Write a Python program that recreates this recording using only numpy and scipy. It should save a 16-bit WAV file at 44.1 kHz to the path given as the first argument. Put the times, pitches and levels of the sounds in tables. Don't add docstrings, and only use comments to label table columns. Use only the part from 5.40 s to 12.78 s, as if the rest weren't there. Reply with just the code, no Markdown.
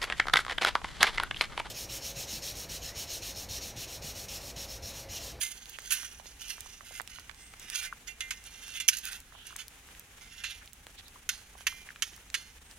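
import sys
import numpy as np
from scipy import signal
from scipy.fft import rfft, irfft, next_fast_len
from scipy.io import wavfile
from scipy.ndimage import map_coordinates

SR = 44100
rng = np.random.default_rng(int(sys.argv[2]) if len(sys.argv) > 2 else 0)


def wav_out(sig):
    wavfile.write(sys.argv[1], SR, np.round(np.clip(np.atleast_2d(sig).T, -1, 1) * 32767).astype(np.int16))


N = 325458


def amp(db):
    return 10 ** (np.asarray(db) / 20)


def unit(x):
    return x / np.sqrt(np.mean(x ** 2) + 1e-20)


def normed(x):
    return x / np.sqrt(np.sum(x ** 2, axis=-1, keepdims=True) + 1e-20)


def along(points, hz):
    f, v = np.transpose(points)
    return np.interp(np.log(hz + 1), np.log(f + 1), v)


def curves(rows):
    s, *cols = np.transpose(rows)
    return [np.interp(np.arange(N) / SR, s, c) for c in cols]


def wobble(rate):
    knots = rng.standard_normal(int(N * rate / SR) + 4)
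    return map_coordinates(knots, [np.arange(N) * rate / SR])


def filtered(x, gain):
    m = min(2 * next_fast_len(x.shape[-1]), 16384)
    log_gain = np.log(np.maximum(gain(np.fft.rfftfreq(m, 1 / SR)), 1e-6))
    cepstrum = irfft(log_gain, m)
    cepstrum[1:m // 2] *= 2
    cepstrum[m // 2 + 1:] = 0
    kernel = irfft(np.exp(rfft(cepstrum)), m)[:m // 2]
    return signal.fftconvolve(np.atleast_2d(x), kernel[None], axes=1)[:, :x.shape[-1]]


def add(track, s, sound):
    part = track[:, max(round(s * SR), 0):][:, :sound.shape[-1]]
    part += sound[:, :part.shape[-1]]


def ports(pair, alike, side_db):
    m = next_fast_len(N + SR // 4)
    hz = np.fft.rfftfreq(m, 1 / SR)
    a, b = rfft(pair, m)
    likeness = np.clip(along(alike, hz), 0, 1)
    left = likeness * a + np.sqrt(1 - likeness * likeness) * b
    right = a * amp(-along(side_db, hz))
    return irfft(np.array([left, right]), m)[:, :N]


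# (frequency [Hz], relative density [dB per Hz])
STREAM_COLOUR = [(100, -14.5), (250, -9), (400, -2), (620, -7), (800, -0.5), (1000, -4.5), (1700, 0),
                 (3000, -1), (4800, -8.5), (6400, -3.5), (8000, -6.5), (10500, -6.5), (16000, -16)]
# (frequency [Hz], likeness [0-1])
STREAM_LIKENESS = [(200, 0.94), (500, 0.99), (1000, 0.42), (10000, 0.014)]
# (frequency [Hz], relative density [dB per Hz])
RUMBLE_COLOUR = [(11, -19), (18, -3), (43, 3), (59, 2), (118, -10), (251, -13.5), (300, -16.5),
                 (390, -34.5), (660, -120)]


def outdoors():
    water = filtered(rng.standard_normal((2, N)), lambda hz: amp(along(STREAM_COLOUR, hz)))
    water = unit(ports(water, STREAM_LIKENESS, side_db=[(1000, -1.4), (10000, -0.23)]))
    ripple_db = 0.78 * wobble(5.14) + 1.9 * wobble(59)
    air = rng.standard_normal(N) + 0.095 * rng.standard_normal((2, N))
    rumble = unit(filtered(air, lambda hz: amp(along(RUMBLE_COLOUR, hz))))
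    return water * amp(-57.0 + ripple_db) + amp(-59.5) * rumble


# (centre time [s], length between 1/e points [s], relative level [dB], centre [Hz], width [octaves])
SIZZLE_EVENTS = [(0.349, 0.03, -46.5, 2820, 0.21), (2.05, 0.17, -57.5, 8400, 0.066),
                 (4.003, .12, -54.5, 3070, 0.22), (5.222, 0.029, -53, 1710, 0.33),
                 (5.591, 0.032, -48.5, 3370, 0.38), (5.669, 0.037, -55, 3850, 0.088),
                 (7.3, 0.17, -64, 8540, .06)]


def sizzles():
    out = np.zeros((2, N))
    t = np.arange(SR // 4) / SR - 1 / 8
    for s, length, db, centre_hz, octaves in SIZZLE_EVENTS:
        noise = rng.standard_normal((2, len(t)))
        hiss = unit(filtered(noise, lambda hz: 1 / (1 + (np.log2((hz + 1) / centre_hz) / octaves) ** 2)))
        swell = np.exp(-(2 * t / length) ** 2)
        add(out, s + t[0], amp(db + np.array([[-2], [2]])) * hiss * swell)
    return out


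def pop(centre_hz, pan_db, octaves, t60, tail_db, tail_t60, apart):
    t = np.arange(SR // 32) / SR
    decay = amp(-60 * t / t60)
    burst = amp(4.5) * normed(rng.standard_normal(len(t)) * decay)
    burst[0] += 1
    burst = burst + apart * normed(rng.standard_normal((2, len(t))) * decay)
    burst += amp(tail_db) * normed(rng.standard_normal((2, len(t))) * amp(-60 * t / tail_t60))
    sound = filtered(burst, lambda hz: 1 / (1 + (np.log2((hz + 1) / centre_hz) / octaves) ** 2) ** 3)
    sides = amp([[pan_db / 2], [-pan_db / 2]])
    return sound / np.abs(sound).max() * sides / sides.mean()


# (time [s], relative peak [dB], centre [Hz], left-right [dB])
EMBER_SNAPS = [(0.256, -30, 3310, -7.5), (0.2956, -21, 15200, -18), (0.393, -31, 6940, 5),
               (0.419, -33, 5830, -13), (1.2058, -20, 6320, -11), (1.6156, -25, 6560, -14),
               (1.6747, -25.5, 3270, -10), (1.945, -34.5, 3280, -13), (2.1961, -27.5, 6900, -2),
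               (2.2996, -17, 5200, -18), (3.039, -31.5, 5280, -1), (3.6532, -16.5, 9900, -15),
               (3.7306, -24, 3320, -3), (4.1627, -20.5, 6340, -2), (4.281, -22.5, 7800, 2),
               (4.595, -24.5, 9550, -1), (5.2584, -32, 5990, -17), (5.3312, -26, 10300, -13),
               (5.4667, -38, 4810, -1), (6.763, -29.5, 9200, -5), (6.9004, -30.5, 3940, -3)]
# (time [s], relative peak [dB], centre [Hz], left-right [dB], relative width [octaves])
LUMP_KNOCKS = [(0.385, -31, 1440, -20, 3.5), (0.63, -34, 1620, -20, 4.4), (0.796, -43.5, 784, -21, 2.8),
               (0.856, -39.5, 1120, -18, 3.4), (1.259, -44.5, 755, -19, 2.3),
               (1.406, -39.5, 1040, -23, 1.9), (1.507, -47, 560, -2, 1.9), (1.597, -28, 1470, -31, 2.2),
               (1.605, -33, 1160, -33, 2.6), (1.784, -37, 1060, -22, 2.3), (1.8934, -30.5, 1600, -28, 2),
               (1.911, -40.5, 1410, -14, 3.4), (2.136, -39, 1450, -2, 2.2), (2.524, -28.5, 1310, 4, 0.81),
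               (3.279, -32.5, 1360, -1.0, 6), (3.921, -47, 930, -13, 1.7), (3.949, -47, 910, -20, 1.9),
               (4.104, -45.5, 1180, -1, 0.6), (4.124, -43, 1290, 0.5, 0.45), (4.158, -34.5, 1240, 9, 2.6),
               (5.04, -36, 1140, -1, 1.9), (5.466, -32, 760, -1, 5.7), (5.755, -48.5, 1080, -3, 0.5),
               (6.15, -44.5, 756, -12, 1.6), (6.206, -39.5, 1380, -6, 3.4), (6.323, -42.5, 1100, 1, 1.2),
               (6.487, -34, 1830, -7, 0.93), (6.502, -39, 1600, 2, 0.58), (6.558, -35.5, 1770, -2, 1.7)]


def embers():
    out = np.zeros((2, N))
    for s, db, hz, pan_db in EMBER_SNAPS:
        snap = pop(hz, pan_db, octaves=2.22, t60=0.002, tail_db=-3, tail_t60=0.044, apart=0.44)
        add(out, s + 0.0011, amp(db - 2.0) * snap)
    for s, db, hz, pan_db, octaves in LUMP_KNOCKS:
        knock = pop(hz, pan_db, 0.83 * octaves, t60=0.0068, tail_db=-2.0, tail_t60=0.033, apart=0.49)
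        add(out, s + 0.002036, amp(db + 4.0) * knock)
        for delay, pitch, size in rng.random((3, 3)):
            crumb_hz = hz * 2 ** (pitch - 0.6)
            crumb = pop(crumb_hz, pan_db, octaves=1.45, t60=0.01, tail_db=-5, tail_t60=0.028, apart=0.54)
            add(out, s + 0.006 + 0.033 * delay, amp(-58.5 + 5.6 * size) * crumb)
    for when, size, pitch, side in rng.random((70, 4)):
        tick_hz, pan_db = 1100 * 9 ** pitch, 10 * (side - 0.7)
        tick = pop(tick_hz, pan_db, octaves=1.63, t60=0.0014, tail_db=-8.5, tail_t60=0.02, apart=0.71)
        add(out, when * N / SR, amp(-50.5 + 18 * size ** 2 + 5 * pitch) * tick)
    return out


# (frequency [Hz], relative strength [dB], undamped t60 [s])
BLADE_MODES = [(1432, -8, 0.18), (1518, -8, 0.25), (1604, -4, 0.35), (1768, -6, 0.2), (1852, -3, 0.35),
               (2078, 6.5, 0.5), (2379, -1, 0.65), (2724, 1, 0.3), (2810, -5, 0.18), (2939, -3.5, 0.35),
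               (3122, -9, 0.18), (3327, -7, 0.18), (3499, -3, 0.18), (3725, -8, 0.18), (4070, -8, 0.15),
               (4253, -7, 0.4), (4620, -7, 0.26), (4834, -12, 0.3), (5060, -13, 0.18), (5545, -5, 0.38),
               (5975, -8, 0.18), (6385, 0, 0.2), (6718, -7, 0.18), (10142, -16, 0.18), (10325, -17, 0.18),
               (10573, -17, 0.18)]


def modes(damping):
    hz, _, t60 = np.transpose(BLADE_MODES)[:, :, None]
    t = np.arange(SR // 3) / SR
    return normed(amp(-60 * t * damping / t60)) * np.exp(2j * np.pi * hz * t)


def blade(phasors, colour, tilt_db, ring_hz, ring_db, dense_db, dense_t60):
    t = np.arange(SR // 12) / SR
    body = amp(dense_db) * normed(rng.standard_normal((2, len(t))) * amp(-60 * t / dense_t60))
    body[0, 0] += 1
    body[1, 3] += 1

    def body_gain(hz):
        return amp(along(colour, hz) + tilt_db * np.log2(np.clip(hz, 1000, 12000)))

    body = normed(filtered(body, body_gain))
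    hz, db, _ = np.transpose(BLADE_MODES)
    strength = amp(db + rng.normal(0, 2, len(hz))) / (1 + (1.8 * np.log2(hz / ring_hz)) ** 2)
    phase = np.exp(2j * np.pi * rng.random((2, len(hz))))
    answer = amp(ring_db) * normed(((strength * phase) @ phasors).real)
    answer[:, :len(t)] += body
    return normed(answer)


def grains(size, rate, spread_db):
    hit = rng.random(size) < rate / SR
    strength = amp(spread_db * np.clip(rng.standard_normal(size), -2, 2))
    return unit(hit * rng.choice([-1, 1], size) * strength)


BITE_S, BUILD_DB = 0.011, 7.5


def push(t, length, run_out_t60):
    build_db = BUILD_DB * (np.minimum(t / length, 1) - 1)
    run_out_db = -60 * np.maximum(t - length, 0) / run_out_t60
    return np.minimum(t / BITE_S, 1) * amp(build_db + run_out_db)


# (frequency [Hz], relative density [dB per Hz])
GRIT_COLOUR = [(300, -46), (800, -27.5), (1150, -17.5), (1500, -0.5), (2100, -6), (3000, 2), (3900, -4),
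               (5200, 1), (6500, 7.5), (7300, -3.5), (8200, -23), (12000, -51)]
# (frequency [Hz], relative density [dB per Hz])
ASH_COLOUR = [(3000, -62), (6500, -26), (7900, -1.5), (9200, 3.5), (10500, 3.5), (12000, -4.5), (14000, -6),
              (16000, -18)]


def grit(phasors, force, ash_db, tilt_db, ring_hz, ring_db):
    size = len(force)
    knots = [np.arange(size) * rate / SR for rate in (60, 260)]
    slow, fast = [np.interp(k, np.arange(300), rng.standard_normal(300)) for k in knots]
    force = force * amp(3.5 * slow + 1.06 * fast - 3.0)
    stones = amp(-9.5) * grains(size, rate=130, spread_db=5.5)
    coarse = force * unit(grains(size, rate=5000, spread_db=7.5) + stones)
    fine = force * amp(ash_db - 0.5) * unit(grains(size, rate=7000, spread_db=14) + stones)
    clang = blade(phasors, GRIT_COLOUR, tilt_db, ring_hz, ring_db, dense_db=1.5, dense_t60=0.024)
    hiss = blade(phasors, ASH_COLOUR, tilt_db=-7.5, ring_hz=11000, ring_db=-31, dense_db=2, dense_t60=0.034)
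    return signal.fftconvolve(coarse[None], clang, axes=1) + signal.fftconvolve(fine[None], hiss, axes=1)


SPILL_DB, SPILL_GROWS, SPILL_RISE_S, SPILL_T60 = -34.5, 0.75, 0.0061, 0.52
# (start [s], push length [s], relative final level [dB],
# run-out t60 [s], relative fine ash level [dB], tilt [dB per octave],
# frequency around which it rings most [Hz], relative ring level [dB])
SHOVEL_STROKES = [(0.0, 0.047, -38.5, 0.28, -4.5, -2, 3200, -8.5),
                  (0.11, 0.46, -49, .4, -11.5, -1.5, 3260, -9.5),
                  (0.498, 0.024, -31.5, 0.15, -6.5, -3.5, 1740, -15),
                  (0.55, 0.05, -42.5, 0.65, -9, -3, 3200, -9),
                  (0.835, 0.015, -52.5, 0.58, -10.5, 3, 3300, -6),
                  (0.984, 0.026, -45, 1, -11, -2.5, 3420, -2.5),
                  (1.07, 0.049, -40.5, 0.19, -9, -0.5, 3270, -6),
                  (1.215, 0.12, -52.5, 0.52, -11, 0.5, 3140, -7.5),
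                  (1.44, 0.14, -46.5, 0.056, -9.5, -1.5, 2820, -1.5),
                  (1.69, .07, -46, 0.35, -13.5, -5, 2570, -5), (1.95, 0.062, -57.5, 1, -15, -3, 2400, -3.5),
                  (2.19, 0.14, -45.5, 0.42, -12, -6, 2700, -7),
                  (2.335, 0.017, -37, 0.32, -10.5, -1.5, 3180, -6),
                  (2.402, 0.033, -39.5, 0.2, -11.5, -3, 2000, -2.5),
                  (2.664, 0.031, -40, 0.14, -15, -0.5, 2460, 2.5),
                  (3.04, 0.32, -49, .3, -11, -2, 3130, -1.5),
                  (3.33, 0.039, -40.5, 0.079, -13, -3.5, 3450, 2.5),
                  (3.535, 0.018, -42, 0.12, -11, -2, 4500, -4),
                  (3.624, 0.052, -43, 0.43, -9, -5.5, 4080, -10),
                  (3.861, 0.21, -61, .3, -10, -8, 3460, -11),
                  (4.044, 0.018, -48, 0.41, -11.5, -4.5, 3300, -7.5),
                  (4.175, 0.032, -42.5, 0.18, -12.5, -5.5, 3200, -11),
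                  (4.801, 0.034, -49.5, 0.31, -15.5, -6, 2040, -3),
                  (4.89, .12, -48, 0.45, -15.5, -3.5, 2100, 1),
                  (5.085, 0.023, -43, 0.27, -14.5, -6.5, 3660, -3),
                  (6.165, 0.035, -53.5, 0.13, -9.5, -8, 2200, -8), (6.355, 0.029, -59, 1, -12, -3, 2300, 0)]


def scrape():
    out, t = np.zeros((2, N)), np.arange(SR // 2) / SR
    phasors = modes(damping=2.25)
    for s, length, db, t60, ash_db, tilt_db, ring_hz, ring_db in SHOVEL_STROKES:
        force = amp(db) * push(t, length, t60)
        add(out, s, grit(phasors, force, ash_db, tilt_db, ring_hz, ring_db))
    slide = np.minimum(t / SPILL_RISE_S, 1) * amp(-60 * t / SPILL_T60)
    for s, db, _, _, ring_hz, _ in BLADE_BLOWS:
        force = amp(SPILL_DB + SPILL_GROWS * db) * slide
        add(out, s, grit(phasors, force, ash_db=-12, tilt_db=-4.5, ring_hz=ring_hz, ring_db=-9))
    return out


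# (frequency [Hz], relative density [dB per Hz])
STEEL_COLOUR = [(200, -87), (600, -42.5), (1000, -14.5), (1500, -3), (2900, 4.5), (4000, -5), (5200, -3),
                (6400, 4.5), (8300, -10.5), (10500, -8.5), (13000, -18), (16000, -34.5)]
# (time [s], relative level [dB], chatter t60 [s], tilt [dB per octave],
# frequency around which it rings most [Hz], relative ring level [dB])
BLADE_BLOWS = [(0.506, -30, 0.22, 5.5, 6000, -13), (0.519, -27, 0.095, 18, 6500, -25),
               (2.806, -19, 0.035, -3.5, 2150, 0), (2.907, -24, 0.064, -3, 2420, -15),
               (3.4, -24.5, 0.063, 0.5, 3550, -6.5), (3.480, -18, 0.048, 6, 6400, -29),
               (3.4854, -6.5, 0.031, 3, 6000, -21), (3.5685, -26.5, 0.032, 3.5, 6500, -7),
               (3.585, -29, 0.02, 9, 3000, -26), (4.067, -40.5, 0.049, 5, 3000, -14),
               (5.037, -27, 0.12, -4.5, 3900, -3), (5.89, -15.5, 0.036, -2, 4200, -15),
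               (6.268, -12.5, 0.03, -3.5, 2210, -18), (6.622, -16.5, 0.041, -3, 5100, -22),
               (6.942, -21.5, 0.054, -2, 4030, -9.5), (6.949, -19.5, 0.024, -4, 2400, -14)]


def blows():
    out, t, phasors = np.zeros((2, N)), np.arange(SR // 8) / SR, modes(damping=1)
    for s, db, t60, tilt_db, ring_hz, ring_db in BLADE_BLOWS:
        force = amp(-60 * t / t60) * (1 - np.exp(-t / 0.00042))
        chatter = normed(force * grains(len(t), rate=5000, spread_db=3)) * np.linalg.norm(force)
        answer = blade(phasors, STEEL_COLOUR, tilt_db, ring_hz, ring_db, dense_db=-2.5, dense_t60=0.048)
        add(out, s, amp(db - 5.5) * signal.fftconvolve(chatter[None], answer, axes=1))
    return out


# (frequency [Hz], left-right [dB])
BLADE_SIDE = [(500, 3.5), (1500, -2.5), (3500, -9), (6000, -5.5), (9000, -10.5), (15000, -18.5)]
# (frequency [Hz], likeness [0-1])
BLADE_LIKENESS = [(500, 0.42), (3500, 0.79), (6500, 1), (9000, 0.85), (15000, 0.1)]
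# (time [s], left lag [microseconds])
BLADE_LAG = [(0, 40), (3.5, 37.5), (5, 27), (7, 23)]


def shovel():
    left, right = ports(scrape() + blows(), BLADE_LIKENESS, BLADE_SIDE)
    lag = curves(BLADE_LAG)[0] * SR / 1e6
    return np.array([map_coordinates(left, [np.arange(N) - lag], order=5), right])


def scene():
    return outdoors() + sizzles() + embers() + shovel()


TOP_HZ = 16300


def record(dry):
    spectrum = rfft(np.clip(dry, -1, 1))
    return irfft(spectrum * (np.fft.rfftfreq(N, 1 / SR) < TOP_HZ), N)


dry = scene()
out = record(dry)
wav_out(out)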